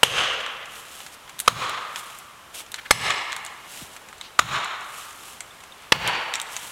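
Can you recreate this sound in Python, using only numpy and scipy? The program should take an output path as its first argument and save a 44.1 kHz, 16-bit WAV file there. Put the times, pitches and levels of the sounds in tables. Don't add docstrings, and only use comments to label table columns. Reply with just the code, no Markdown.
import sys
import numpy as np
from scipy import signal
from scipy.fft import rfft, irfft, next_fast_len
from scipy.io import wavfile
from scipy.ndimage import uniform_filter1d, minimum_filter1d, map_coordinates

SR = 44100
rng = np.random.default_rng(int(sys.argv[2]) if len(sys.argv) > 2 else 0)


def unload_wav(signal):
    wavfile.write(
        sys.argv[1],
        SR,
        np.round(np.clip(np.atleast_2d(signal).T, -1, 1) * 32767).astype(np.int16),
    )


N = 295911

# frequency in Hz, level in dB.
TWIG_SPECTRUM = [(200, -50), (900, -6.5), (2000, -2.5), (3600, -4.5), (5000, -12.5), (7300, -5.5),
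                 (11000, -17.5), (15500, -27)]


def axe_blows():
    # start in seconds, force in dB, then frequency in Hz and gain in dB for each of knock,
    # clack, ping and dead spot, then hollow in dB, treble in dB, steel ring from 0 to 1, trunk in dB.
    strikes = [(0.0313, 2, 1360, 1.5, 3040, 8, 6380, 7, 906, -5.5, 8, 10.5, 0, 0.5),
               (1.4776, -4.5, 1180, 8.5, 3800, 3, 6600, 5.5, 1690, 0, 3.5, 10, 0.04, 2.5),
               (2.9080, -1, 1150, 2, 2260, 1, 5300, 2, 1494, -11, -1, 9.5, 0.88, 2.5),
               (4.391, -2.5, 1235, 6.5, 4050, 4.5, 6950, 9, 4600, -6.5, -3.5, 5.5, 0, 2),
               (5.921, 0.5, 904, 3.5, 2670, 3, 4550, 10, 1160, -2, 3.5, -1, 0.42, 4)]
    # frequency in Hz, level in dB.
    wedge_spectrum = [(100, -10), (200, -14.5), (320, -12), (500, -8), (800, -5.5), (1150, -3), (1600, -5),
                      (2400, -5), (3200, -7), (4800, -16), (7200, -20.5), (11000, -28.5), (14000, -36),
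                      (17000, -62)]
    # frequency in Hz, width in Hz, boost at full ring in dB.
    steel_modes = [(830, 70, 4), (1700, 130, 8), (2148, 130, 8), (2890, 150, 6), (3480, 130, 4),
                   (3990, 170, 7), (4242, 45, 9), (5190, 90, 8), (5650, 140, 5), (6121, 45, 12),
                   (7014, 160, 5), (8021, 130, 14), (10860, 220, 19), (11400, 120, 6), (14930, 260, 16)]
    # frequency in Hz, level in dB.
    trunk_spectrum = [(25, -37), (60, -2), (90, -9), (120, 6.5), (150, 3.5), (200, -4.5), (280, -14),
                      (600, -32)]
    slip_gain_db, knock_gain_db, echo_gain_db, boom_gain_db = 28, 2, 27.5, -25.5
    hollow_hz, knock_rise_s, boom_rise_s = 499, 0.0027, 0.034
    out, t = np.zeros(N), np.arange(SR) / SR
    slip = bell(t - 0.0036, 0.0014) * (1 - np.exp(-t / 0.003))
    chatter = 0.062 * np.exp(-t / 0.036)
    knock_envelope = (t / knock_rise_s) ** 2 * np.exp(2 - 2 * t / knock_rise_s)
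    boom_envelope = t / boom_rise_s * np.exp(1 - t / boom_rise_s)
    for (start, force_db, knock_hz, knock_db, clack_hz, clack_db, ping_hz, ping_db,
         dead_hz, dead_db, hollow_db, treble_db, ring, trunk_db) in strikes:
        ripple_knots = rng.standard_normal(400)

        def body_db(f):
            wood = knock_db * hump(f, knock_hz, 0.2) + clack_db * hump(f, clack_hz, 0.18)
            hollow = hollow_db * hump(f, hollow_hz, 0.15)
            edge = ping_db * hump(f, ping_hz, 0.03) + treble_db * hump(f, 14000, 1.0)
            steel = ring * sum(db / (1 + (2 * (f - hz) / width) ** 2) for hz, width, db in steel_modes)
            node = dead_db * hump(f, dead_hz, 0.089)
            ripple = 1.8 * hump(f, 8000, 1) * map_coordinates(ripple_knots, [f / 70], mode="nearest")
            return along(wedge_spectrum, f) + wood + hollow + edge + steel + node + ripple

        body = response(body_db)
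        friction = (slip + chatter) * rng.standard_normal(len(t))
        add(out, start, amp(force_db + slip_gain_db) * signal.fftconvolve(friction, body))
        knock = amp(knock_db) * np.sin(2 * np.pi * knock_hz * t)
        knock += amp(hollow_db - 6) * np.sin(2 * np.pi * hollow_hz * t)
        add(out, start, amp(force_db + knock_gain_db) * knock * knock_envelope)
        echo = forest_echo(build_s=0.0087, grain_db=1.06)
        add(out, start, amp(force_db + echo_gain_db) * signal.fftconvolve(echo, body))
        boom = boom_envelope * noise(lambda f: along(trunk_spectrum, f), len(t))
        add(out, start, amp(trunk_db + boom_gain_db) * boom)
    return out


def forest_echo(build_s, grain_db):
    # frequency in Hz, time to fade by 60 dB in seconds.
    decay_times = [(150, 0.78), (500, 1.31), (1200, 1.76), (3000, 1.32), (5000, 0.99), (8000, 0.77),
                   (14000, 0.35)]
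    hz, t, scatter = signal.stft(rng.standard_normal(2 * SR), SR, nperseg=256)
    trunks_db = grain_db * unit(uniform_filter1d(rng.standard_normal(len(t)), size=4))
    fade = amp(trunks_db - 60 * t / along(decay_times, hz)[:, None])
    build = 1 - np.exp(-t / build_s)
    tail = signal.istft(scatter * fade * build, SR, nperseg=256)[1]
    return tail / np.linalg.norm(tail)


def twig_snaps():
    # start in seconds, level in dB, pitch in Hz, brightness in dB.
    breaks = [(0.463, -21, 3400, -7.5), (1.0036, -27.5, 3750, -8), (1.277, -32.5, 3460, -15),
              (1.3907, -21, 3720, 13), (1.4005, -13, 10800, 9), (1.405, -20, 9600, 8),
              (1.695, -24.5, 3800, 6), (1.9592, -14.5, 3600, -6), (2.187, -30.5, 7040, 17),
              (2.718, -24.5, 3680, 10), (2.7421, -16, 4100, -2), (3.1045, -8, 3660, -8),
              (3.321, -19, 3720, -4), (3.3284, -19, 3670, -7), (3.3642, -19.5, 3820, 1),
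              (3.4487, -24, 9600, 4), (3.463, -21.5, 7260, 0), (4.128, -31, 7800, -13),
              (4.2117, -22.5, 3900, -3.5), (4.6455, -25, 3740, 3.5), (5.4054, -19, 7800, 0.5),
              (6.0756, -14, 3660, 8.5), (6.3384, -11, 3900, -2.5), (6.3542, -11.5, 7200, -5),
              (6.3993, -20, 3730, 2.5), (6.415, -18.5, 7960, 7), (6.565, -16.5, 5760, 1)]
    rise_s, crack_t60_s, splinter_t60_s = 0.00072, 0.0086, 0.067
    thinning = 0.77
    out, t = np.zeros(N), np.arange(SR // 10) / SR
    envelope = (1 - np.exp(-t / rise_s)) * amp(-60 * t / crack_t60_s)
    for start, db, hz, bright_db in breaks:
        tilt = lambda f: bright_db * (hump(f, 12200, 0.4) - thinning * hump(f, 1400, 0.9))
        twig = response(lambda f: along(TWIG_SPECTRUM, f) + 7 * hump(f, hz, 0.17) + tilt(f))
        crack = envelope / envelope.max() * rng.standard_normal(len(t))
        splinters = amp(-11 - 60 * t / splinter_t60_s) * unit(rng.standard_normal(len(t)) ** 3)
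        add(out, start, amp(db - 4) * signal.fftconvolve(crack + splinters, twig / np.linalg.norm(twig)))
    echo = forest_echo(build_s=0.013, grain_db=5)
    return out + amp(-14.5) * signal.fftconvolve(out, echo)[:N]


def clothes_swishes():
    # fastest moment in seconds, level in dB, length in seconds.
    strokes = [(0.765, -44.5, 0.093), (0.977, -43.5, 0.17), (1.14, -46, 0.02), (1.986, -40.5, 0.032),
               (2.08, -46.5, 0.25), (2.552, -40.5, 0.013), (2.589, -37.5, 0.056), (3.779, -39.5, 0.13),
               (3.942, -49.5, 0.044), (5.003, -42.5, 0.2), (5.285, -44, 0.15), (6.532, -45, 0.053),
               (6.669, -40.5, 0.21)]
    # frequency in Hz, level in dB.
    cloth_spectrum = [(200, -5.5), (1000, 0), (2000, -1), (3000, 7), (4800, -1), (7800, 3), (12000, -1.5),
                      (15500, -12)]
    rise = 0.51
    motion, t = np.zeros(N), np.arange(N) / SR
    for peak_s, db, length_s in strokes:
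        width_s = length_s * np.where(t < peak_s, rise, 1 - rise)
        motion += amp(db) * bell(t - peak_s, width_s)
    grain = amp(1.2 * wobble(130) + 2.0 * wobble(1200))
    return motion * grain * noise(lambda f: along(cloth_spectrum, f), N)


def belt_clinks():
    # start in seconds, level in dB, pitch in Hz, time to fade by 60 dB in seconds.
    notes = [(5.508, -41, 3550, 0.075), (5.722, -34, 3640, 0.032), (6.349, -25, 5620, 0.037)]
    out, t = np.zeros(N), np.arange(SR // 5) / SR
    for start, db, hz, t60 in notes:
        add(out, start, amp(db - 60 * t / t60) * np.sin(2 * np.pi * hz * t))
    return out


def rush_and_scuffs():
    # loudest moment in seconds, level in dB, centre frequency in Hz, half-width in seconds.
    swells = [(0.01, -37, 2000, 0.025), (2.79, -31.5, 1900, 0.0061), (2.862, -35.5, 1920, 0.0066),
              (4.252, -44, 3260, 0.021), (5.831, -50.5, 2490, 0.044)]
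    out, t = np.zeros(N), np.arange(SR // 2) / SR - 1 / 4
    for peak_s, db, hz, width_s in swells:
        band = noise(lambda f: 30 * hump(f, hz, 1.0), len(t))
        add(out, peak_s + t[0], amp(db) * band * bell(t, width_s))
    return out


def footfall(start_s, db, start_hz, fall_s):
    out, t = np.zeros(N), np.arange(SR // 10) / SR
    phase = 2 * np.pi * np.cumsum(start_hz * np.exp(-t / fall_s)) / SR
    add(out, start_s, amp(db) * np.sin(phase) * bell(t - 0.01, 0.011))
    return out


def leaf_ticks(per_second, db):
    ticks = (rng.random(N) < per_second / SR) * amp(db + 3.6 * rng.standard_normal(N))
    t = np.arange(SR // 50) / SR
    envelope = signal.fftconvolve(ticks, amp(-60 * t / 0.043))[:N]
    return envelope * noise(lambda f: along(TWIG_SPECTRUM, f), N)


def valley_rush(db):
    # frequency in Hz, level in dB.
    rush_spectrum = [(20, -3), (80, -3), (300, -6), (600, -3), (1150, 1), (2000, -5.5), (3100, -5.5),
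                     (4500, -13), (7500, -14), (12000, -17), (16000, -27)]
    return amp(db + 0.78 * wobble(1.8)) * noise(lambda f: along(rush_spectrum, f), N)


def amp(db):
    return 10 ** (np.asarray(db) / 20)


def unit(x):
    return x / np.sqrt(np.mean(x ** 2) + 1e-20)


def along(points, hz):
    f, v = np.transpose(points)
    return np.interp(np.log(hz + 1), np.log(f), v)


def bell(x, width):
    return np.exp(-.5 * (x / width) ** 2)


def hump(hz, centre_hz, octaves):
    return bell(np.log2((hz + 1) / centre_hz), octaves)


def add(track, start_s, sound):
    part = track[max(round(start_s * SR), 0):][:len(sound)]
    part += sound[:len(part)]


def noise(colour_db, size):
    gain = amp(colour_db(np.fft.rfftfreq(size, 1 / SR)))
    return unit(irfft(rfft(rng.standard_normal(size)) * gain, size))


def wobble(rate):
    return map_coordinates(rng.standard_normal(int(N * rate / SR) + 4), [np.arange(N) * rate / SR])


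def response(colour_db, size=4096):
    cepstrum = irfft(np.log(amp(colour_db(np.fft.rfftfreq(size, 1 / SR)))))
    cepstrum[1:size // 2] *= 2
    cepstrum[size // 2 + 1:] = 0
    return irfft(np.exp(rfft(cepstrum)))


def scene():
    nearby = twig_snaps() + belt_clinks() + rush_and_scuffs() + clothes_swishes()
    nearby += footfall(start_s=3.815, db=-38, start_hz=410, fall_s=0.014)
    nearby += leaf_ticks(per_second=6, db=-39.5)
    return (axe_blows() + nearby + valley_rush(db=-46.5))[None]


def gain_control(x, limit_db, depth_db, attack_s, hold_s, release_db_per_s):
    excess_db = np.clip(20 * np.log10(np.abs(x) + 1e-9) - limit_db, 0, depth_db)
    half = int(hold_s * SR / 2)
    held_db = -minimum_filter1d(-excess_db, 2 * half + 1, origin=half, mode="constant")
    ramp = release_db_per_s * np.arange(N) / SR
    cut_db = np.maximum.accumulate(held_db + ramp, axis=-1) - ramp
    pole = np.exp(-1 / (attack_s * SR))
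    return x * amp(-signal.lfilter([1 - pole], [1, -pole], cut_db))


def record(dry):
    ceiling, low_cut_hz, top_hz = 0.7, 42, 16000
    x = gain_control(dry, limit_db=-4, depth_db=18, attack_s=0.0007, hold_s=0.052, release_db_per_s=178)
    x = np.clip(x, -ceiling, ceiling)
    x = signal.lfilter(*signal.butter(1, low_cut_hz, "highpass", fs=SR), x)
    size = next_fast_len(N + SR // 2)
    low_pass = np.clip((top_hz - np.fft.rfftfreq(size, 1 / SR)) / 600 + .5, 0, 1)
    return irfft(rfft(x, size) * low_pass, size)[..., :N]


dry = scene()
out = record(dry)
unload_wav(out)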